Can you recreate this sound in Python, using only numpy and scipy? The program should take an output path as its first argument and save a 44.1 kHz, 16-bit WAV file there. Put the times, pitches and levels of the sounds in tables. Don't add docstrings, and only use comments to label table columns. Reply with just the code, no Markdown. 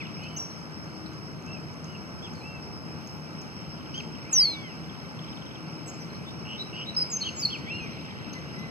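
import sys
import numpy as np
from scipy import signal
from scipy.fft import rfft, irfft, next_fast_len
from scipy.io import wavfile
from scipy.ndimage import uniform_filter1d, map_coordinates

SR = 44100
rng = np.random.default_rng(int(sys.argv[2]) if len(sys.argv) > 2 else 0)


def inscribe(sig):
    pcm = np.round(np.clip(np.atleast_2d(sig).T, -1, 1) * 32767)
    wavfile.write(sys.argv[1], SR, pcm.astype(np.int16))


def invert_db(x):
    u = np.asarray(x, float) / 20
    return 10 ** u


N = 383669
TOP_HZ = 15600

# turn at share of length, bend power, start and end off the turning pitch
# as share of the span, start in dB, loudest at share of length, end in dB.
SLUR = (1, 1, 1, 0, -7, .55, -5)
HELD = (1, 1.5, 1, 0, -2, .2, -11)
HOOK = (.32, 1.8, .24, 1, -9, .45, -11)
NOSE = (.58, 3, .4, 1, -6, .55, -8)


def unit(x):
    return x / np.sqrt(np.mean(x ** 2) + 1e-20)


def along(points, hz):
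    point_hz, value = np.transpose(points)
    return np.interp(np.log(hz + 1), np.log(point_hz + 1), value)


def over_time(points):
    return np.interp(np.arange(N) / SR, *np.transpose(points))


def wobble(rate_hz):
    knots = rng.standard_normal(int(N * rate_hz / SR) + 4)
    return map_coordinates(knots, [np.arange(N) * rate_hz / SR])


def filtered(x, response):
    m = next_fast_len(N + SR // 2)
    return irfft(rfft(x, m) * response(np.fft.rfftfreq(m, 1 / SR)), m)[..., :N]


def rush(gain, patchy_db):
    # frequency in Hz, correlation.
    alike = [(40, .55), (160, .66), (250, .55), (500, .68), (1000, .96), (1600, .85), (2500, .97),
             (3300, .998)]
    z = signal.stft(rng.standard_normal((2, N)), nperseg=512)[2]
    field = uniform_filter1d(rng.standard_normal(z.shape[1:]), size=6, axis=0)
    field = uniform_filter1d(field, size=14, axis=1)
    pair = signal.istft(z * invert_db(patchy_db * unit(field)), nperseg=512)[1][:, :N]

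    def mid_side(hz):
        angle = np.arccos(np.clip(along(alike, hz), -1, 1)) / 2
        return gain(hz) * np.array([np.cos(angle), np.sin(angle)])
    mid, side = filtered(pair, mid_side)
    return unit(np.array([mid + side, mid - side]))


def shaped(rows, shape):
    turn, power, before, after, start_db, loudest, end_db = shape
    u = np.linspace(0, 1, num=17)
    turn, loudest = np.clip([turn, loudest], .05, [1, .95])
    approach = before * (abs(turn - u) / turn) ** power
    leave = after * (abs(u - turn) / (1.001 - turn)) ** power
    off = np.where(u < turn, approach, leave)
    swell_db = np.interp(u, [0, loudest, 1], [start_db, 0, end_db])
    return [np.transpose([s + u * length, hz + (far_hz - hz) * off, db + swell_db])
            for s, length, hz, far_hz, db in rows]


def whistles(notes, overtones_db, flutter_db, jitter, hoarse, warble_hz=0, warble_depth=0):
    out = np.zeros(N + SR)
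    shake_db, drift = flutter_db * wobble(140), jitter * wobble(220)
    breath = hoarse * (wobble(900) + 1j * wobble(900))
    for note in notes:
        s, hz, db = np.transpose(note)
        at = np.arange(round(s[0] * SR), min(round(s[-1] * SR), N))
        t = at / SR
        cycle = (t - s[0]) * warble_hz % 1
        pitch = uniform_filter1d(np.interp(t, s, hz), size=150)
        pitch = pitch * (1 + drift[at] + warble_depth * (2 * cycle - 1))
        phase = 2 * np.pi * np.cumsum(pitch) / SR
        ramp = np.clip(np.minimum(t - s[0], s[-1] - t) / .003, 0, 1)
        gain = invert_db(np.interp(t, s, db) + shake_db[at]) * ramp
        if warble_hz:
            gain = gain * np.sin(np.pi * cycle) ** 0.48
        total = 0
        for k, partial_db in enumerate([0, *overtones_db], 1):
            partial = np.imag((1 + k * k * breath[at]) * np.exp(1j * k * phase))
            total = total + invert_db(partial_db) * partial * (k * pitch < TOP_HZ)
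        out[at] += np.sqrt(2) * gain * total
    return out[:N]


def traffic_and_leaves():
    # frequency in Hz, level in dB per Hz.
    air = [(25, -107), (45, -86), (80, -69), (110, -66), (155, -61), (210, -65), (320, -70), (500, -76),
           (900, -81), (1500, -81), (2600, -88), (3600, -94.5), (7000, -100.3), (15500, -115.3)]
    # time in s, level in dB.
    traffic = [(0, -41.5), (.41, -44), (1.26, -42), (4.14, -42), (4.4, -43), (6.59, -41), (7.2, -41),
               (8.7, -40.5)]

    def low(hz):
        return 1 / (1 + (hz / 600) ** 4)
    rumble = rush(lambda hz: invert_db(along(air, hz)) * np.sqrt(low(hz)), patchy_db=0.5)
    rumble *= invert_db(over_time(traffic) + 0.5 + 0.38 * wobble(2.914))
    leaves = rush(lambda hz: invert_db(along(air, hz)) * np.sqrt(1 - low(hz)), patchy_db=0.7)
    hz = np.arange(TOP_HZ)
    leaves_power = np.sum(invert_db(2 * along(air, hz)) * (1 - low(hz)))
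    leaves *= np.sqrt(leaves_power) * invert_db(1.13 + 0.31 * wobble(6))
    return rumble + leaves


def drones():
    # centre in Hz, width in Hz, level in dB.
    hum = [(158.3, 7.8, -50.5), (314.5, 3.5, -56), (85, 13, -61), (854, 23, -65.5), (9440, 44, -82.5),
           (14000, 14, -88)]

    def lines(hz):
        return sum(invert_db(db) / np.sqrt(w) / (1 + (2 * (hz - c) / w) ** 2) for c, w, db in hum)
    return invert_db(1.5) * np.sqrt(sum(invert_db(2 * db) for c, w, db in hum)) * rush(lines, patchy_db=0.6)


def insects():
    chorus = rush(lambda hz: np.exp(-.5 * ((hz - 5330) / 240) ** 2), patchy_db=2.4)
    return chorus * invert_db(-50.0 + 0.9 * wobble(35))


def road():
    # time in s, level in dB.
    tyres = [(0, -49), (1.2, -95), (3.5, -56), (6.3, -56.5), (7.1, -51.5), (8.0, -47.5), (8.7, -53.5)]
    hiss = rush(lambda hz: np.exp(-.5 * (np.log2((hz + 1) / 2300) / .5) ** 2), patchy_db=-1.5)
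    return invert_db(over_time(tyres)) * hiss


def far_whistles():
    bow = (.66, 1.9, 1, .68, -1, .6, -2)
    arch = (.5, 2.6, 1, .34, -5, .4, -3)
    droop = (.42, 2.4, .6, 1, -3, .6, -2)
    # start in s, length in s, turning pitch in Hz, farthest pitch in Hz, level in dB.
    slurs = [(.003, .027, 3350, 3500, -48), (2.343, .024, 3980, 5300, -51), (2.4, .03, 3960, 4260, -58),
             (5.35, .015, 4200, 4560, -54), (6.26, .05, 3660, 3530, -45), (7.81, .055, 5600, 6440, -54),
             (7.9, .022, 6150, 5750, -54), (7.925, .017, 4050, 4000, -52), (8.19, .02, 1800, 2080, -48),
             (8.35, .025, 4100, 4000, -60), (8.43, .015, 1650, 1655, -49), (8.55, .145, 4020, 3850, -60),
             (8.585, .02, 3300, 3530, -56), (8.588, .014, 5800, 5810, -45)]
    held = [
        (.001, .04, 1900, 2750, -37),
        (.05, .035, 2500, 3000, -45),
    ]
    arches = [(.245, 0.13, 4540, 4300, -65), (2.365, 0.044, 4300, 4020, -60),
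              (2.41, .172, 2704, 2350, -46.5), (7.65, .065, 3410, 2660, -51),
              (7.72, 0.091, 4260, 3890, -50.5), (8.53, 0.17, 2040, 1850, -48)]
    droops = [
        (.87, 0.1, 4520, 4260, -65),
        (6.0, 0.029, 6000, 5720, -50),
        (8.35, 0.039, 2050, 1870, -44),
    ]
    hooks = [
        (2.22, .062, 3430, 2300, -42),
    ]
    bows = [
        (4.24, .495, 3470, 2045, -51),
        (4.32, .38, 2286, 1760, -46.5),
    ]
    rough_arches = [
        (.16, .23, 3020, 2270, -50.5),
    ]
    rough_droops = [
        (1.46, .12, 2680, 2460, -49),
        (1.85, .115, 2940, 2440, -56),
        (1.94, .03, 2820, 2440, -48),
    ]
    rough_slurs = [
        (6.585, .04, 4550, 4400, -59),
        (6.73, .06, 4470, 4780, -58),
        (7.6, .12, 1950, 1945, -51),
    ]
    # time in s, pitch in Hz, level in dB.
    stepped = [
        (7.665, 2100, -46),
        (7.7, 2450, -38),
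        (7.71, 2700, -34.5),
        (7.76, 2800, -38.5),
        (7.797, 2805, -46),
        (7.803, 2550, -41.5),
        (7.85, 2430, -44.5),
        (7.885, 2050, -51),
    ]
    clean = shaped(slurs, SLUR) + shaped(arches, arch) + shaped(bows, bow)
    clean += shaped(droops, droop) + shaped(hooks, HOOK) + shaped(held, HELD) + [stepped]
    rough = shaped(rough_slurs, SLUR) + shaped(rough_arches, arch) + shaped(rough_droops, droop)
    far = whistles(clean, overtones_db=[-21], flutter_db=0.1, jitter=0.0032, hoarse=0.095)
    return far + whistles(rough, overtones_db=[], flutter_db=2.5, jitter=.01, hoarse=.27)


def ticks():
    # centre in s, start in Hz, end in Hz, level in dB.
    stray = [(.072, 3600, 3100, -52), (.24, 4600, 4100, -52.5), (.51, 4400, 4100, -61),
             (1.065, 4500, 3500, -55), (3.81, 3300, 2800, -52), (3.862, 3200, 2900, -53),
             (4.03, 7300, 6900, -61), (4.155, 3300, 3000, -52), (5.672, 4700, 4400, -57.5),
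             (6.105, 4300, 4100, -57), (6.155, 4300, 3900, -55), (6.953, 4500, 4500, -48),
             (7.29, 4350, 4300, -42), (8.335, 6000, 6600, -49), (8.34, 4400, 4400, -53)]
    # centre in s, level in dB.
    tick_rows = [(.238, -55.5), (.605, -56.5), (.845, -57), (1.135, -59.5), (1.425, -57), (1.465, -54),
                 (1.74, -60), (1.845, -52.5), (2.338, -53.5), (3.075, -54), (3.418, -50.5)]
    # first chip in s, chip count, period in s, loudest in dB.
    trills = [
        (4.845, 5, .054, -55),
        (5.195, 9, .0453, -48),
        (7.878, 12, .0467, -54.5),
    ]
    # start in Hz, end in Hz.
    trill_hz = [(3700, 3000), (3700, 2900), (4300, 2300)]
    chips = [(s, 6900, 5900, db, 9) for s, db in tick_rows]  # s, start Hz, end Hz, dB, length ms
    chips += [(*row, 12) for row in stray]
    for (first, count, period, db), hz in zip(trills, trill_hz):
        for k in range(count):
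            swell_db = -5 * abs(2 * k / (count - 1) - 1)
            chips.append((first + k * period, *hz, db + swell_db, 13))
    notes = []
    for s, a, b, db, ms in chips:
        half_s = ms / 2000
        notes.append([(s - half_s, a, db + 4), (s, (a + b) / 2, db), (s + half_s, b, db - 4)])
    return whistles(notes, overtones_db=[-30], flutter_db=2.5, jitter=0.0035, hoarse=0.81)


def caged_song():
    warble = (1, 1.6, 1, 0, -8, .7, -3)
    flick = (.22, 1.4, .75, 1, -11, .45, -4)
    settle = (1, 2.8, 1, 0, -16, .62, -2)
    dip = (.55, 3, 1, .44, -6, .6, -5)
    # start in s, length in s, turning pitch in Hz, farthest pitch in Hz, level in dB.
    buzzes = [
        (.198, 0.083, 2616, 2390, -43),
        (6.45, 0.12, 2980, 2755, -37.5),
        (6.728, .117, 2954, 2810, -36),
    ]
    slurs = [
        (.361, .026, 7300, 5650, -34),
        (.372, .016, 5600, 6400, -36),
        (6.94, .02, 5450, 5700, -45),
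        (7.392, .026, 5250, 4960, -33.5),
        (7.412, .012, 6200, 5300, -32),
    ]
    held = [
        (.386, .086, 5690, 5600, -34.5),
        (.478, .105, 5680, 5700, -46),
        (6.9, .025, 3970, 3930, -45),
        (7.468, .02, 4320, 4340, -32),
    ]
    nasal = [
        (3.94, .072, 1590, 1100, -53.5),
        (7.228, .074, 1640, 1245, -55),
    ]
    flicks = [
        (5.858, .037, 8000, 7350, -46),
        (7.25, .048, 3070, 2620, -33),
        (7.497, .073, 3460, 2120, -35),
    ]
    settles = [
        (5.87, .035, 6720, 5900, -43),
        (6.572, .056, 3940, 3500, -35),
        (6.855, .046, 3950, 3500, -36),
        (7.098, .078, 6250, 7750, -27),
        (7.345, .07, 6820, 7500, -34),
    ]
    hooks = [
        (6.963, .04, 5150, 4900, -22),
        (7.205, .04, 4370, 3600, -29.5),
        (7.447, .018, 4380, 4150, -20.5),
    ]
    noses = [
        (6.999, .038, 5070, 4520, -23.5),
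    ]
    dips = [
        (7.417, .03, 4560, 5970, -27.5),
    ]
    song = shaped(slurs, SLUR) + shaped(settles, settle) + shaped(held, HELD) + shaped(hooks, HOOK)
    song += shaped(flicks, flick) + shaped(dips, dip) + shaped(noses, NOSE)
    near = whistles(song, overtones_db=[-34, -48], flutter_db=2, jitter=.006, hoarse=.14)
    near += whistles(shaped(nasal, NOSE), overtones_db=[17, 0, 0], flutter_db=2.5, jitter=.012, hoarse=.07)
    near += whistles(shaped(buzzes, warble), overtones_db=[-30], flutter_db=-1.0, jitter=0.0165,
                     hoarse=0.35, warble_hz=114.6, warble_depth=0.069)
    return near


def feathers():
    # time in s, level in dB, length in ms.
    rustle = [
        (.38, -60, 30),
        (3.12, -66, 73),
        (3.98, -66, 29),
        (5.88, -61, 22),
        (7.0, -65, 40),
        (7.43, -56.5, 38),
    ]
    t = np.arange(N) / SR
    puffs = sum(invert_db(db) * np.exp(-.5 * ((t - s) * 1000 / ms) ** 2) for s, db, ms in rustle)
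    bright = filtered(rng.standard_normal(N), lambda hz: 1 / (1 + (9000 / (hz + 1)) ** 4))
    return puffs * invert_db(3.3 * wobble(71)) * unit(bright)


def falling_whistle():
    # time in s, pitch in Hz, level in dB.
    glide = [
        [(4.305, 11600, -64), (4.315, 7900, -46), (4.333, 6620, -23), (4.35, 5970, -20.5), (4.373, 5720, -19),
         (4.41, 4890, -18), (4.46, 4390, -23.5), (4.54, 4030, -38), (4.565, 3600, -47)],
    ]
    return whistles(glide, overtones_db=[-32, -38], flutter_db=1.5, jitter=.004, hoarse=0.023)


def cage_echoes(x, share):
    # delay in ms, level in dB.
    cage = [(1.7, -24), (2.6, -24), (4.3, -18), (7.2, -3.5), (12.5, -4)]

    def response(hz):
        echoes = sum(invert_db(db) * np.exp(-2j * np.pi * hz * ms / 1000) for ms, db in cage)
        return 1 + share * echoes / (1 + (5100 / (hz + 1)) ** 12)
    return filtered(x, response)


def thicket(x):
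    # frequency in Hz, t60 in s.
    decay = [(2000, 0.26), (4000, 0.35), (6000, 0.59), (9000, 0.56)]
    hz, t, z = signal.stft(rng.standard_normal(SR // 2), SR, nperseg=256)
    tail = signal.istft(z * invert_db(-60 * t / along(decay, hz)[:, None]), SR, nperseg=256)[1]
    return signal.fftconvolve(np.pad(x, (130, 0)), tail / np.linalg.norm(tail))[:N]


def birds():
    far = far_whistles() + ticks()
    near = caged_song()
    loud = falling_whistle()
    direct = cage_echoes(loud, share=0.67) + cage_echoes(near, share=0.16) + far + feathers()
    return direct + thicket(invert_db(-19.0) * loud + invert_db(-8.5) * near + invert_db(-5.5) * far)


def masked(x, below_db, octave_db, from_hz):
    hz, t, z = signal.stft(x, SR, nperseg=2048)
    power = uniform_filter1d(np.mean(abs(z) ** 2, axis=0), size=16, axis=0)
    band_db = 10 * np.log10(np.abs(power) + 1e-20)
    fade_db = octave_db * np.log2(hz + 1)[:, None]
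    shadow_db = np.maximum.accumulate(band_db + fade_db, axis=0) - fade_db + below_db
    kept = (band_db > shadow_db) | (hz < from_hz)[:, None]
    return signal.istft(z * kept, SR, nperseg=2048)[1][:, :N]


def scene():
    return traffic_and_leaves() + drones() + insects() + road() + birds()


def low_pass(x):
    return signal.sosfilt(signal.butter(12, 15640, fs=SR, output="sos"), x)


def record(dry):
    # frequency in Hz, left minus right in dB.
    balance = [(80, 1), (150, 0.5), (230, 7), (400, 0.5), (700, 0), (1200, 0)]
    # frequency in Hz, right's lead in radians.
    right_lead = [(80, -1.4), (300, -1.3), (420, -1.3), (650, -2.05), (900, -2.9), (1300, -3.4),
                  (1750, -np.pi)]
    # frequency in Hz, gain in dB.
    capsule = [(6800, 0), (7500, -2.5), (15000, 1)]
    lag_s = 24.7 / SR

    def pair(hz):
        lean = invert_db(along(balance, hz) / 2)
        left = lean * np.exp(-2j * np.pi * hz * lag_s)
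        right = np.exp(1j * along(right_lead, hz)) / lean
        return (hz < TOP_HZ) * invert_db(along(capsule, hz)) * np.array([left, right])
    heard = masked(filtered(dry, pair), below_db=-28, octave_db=22, from_hz=7100)
    return low_pass(heard)


dry = scene()
out = record(dry)
inscribe(out)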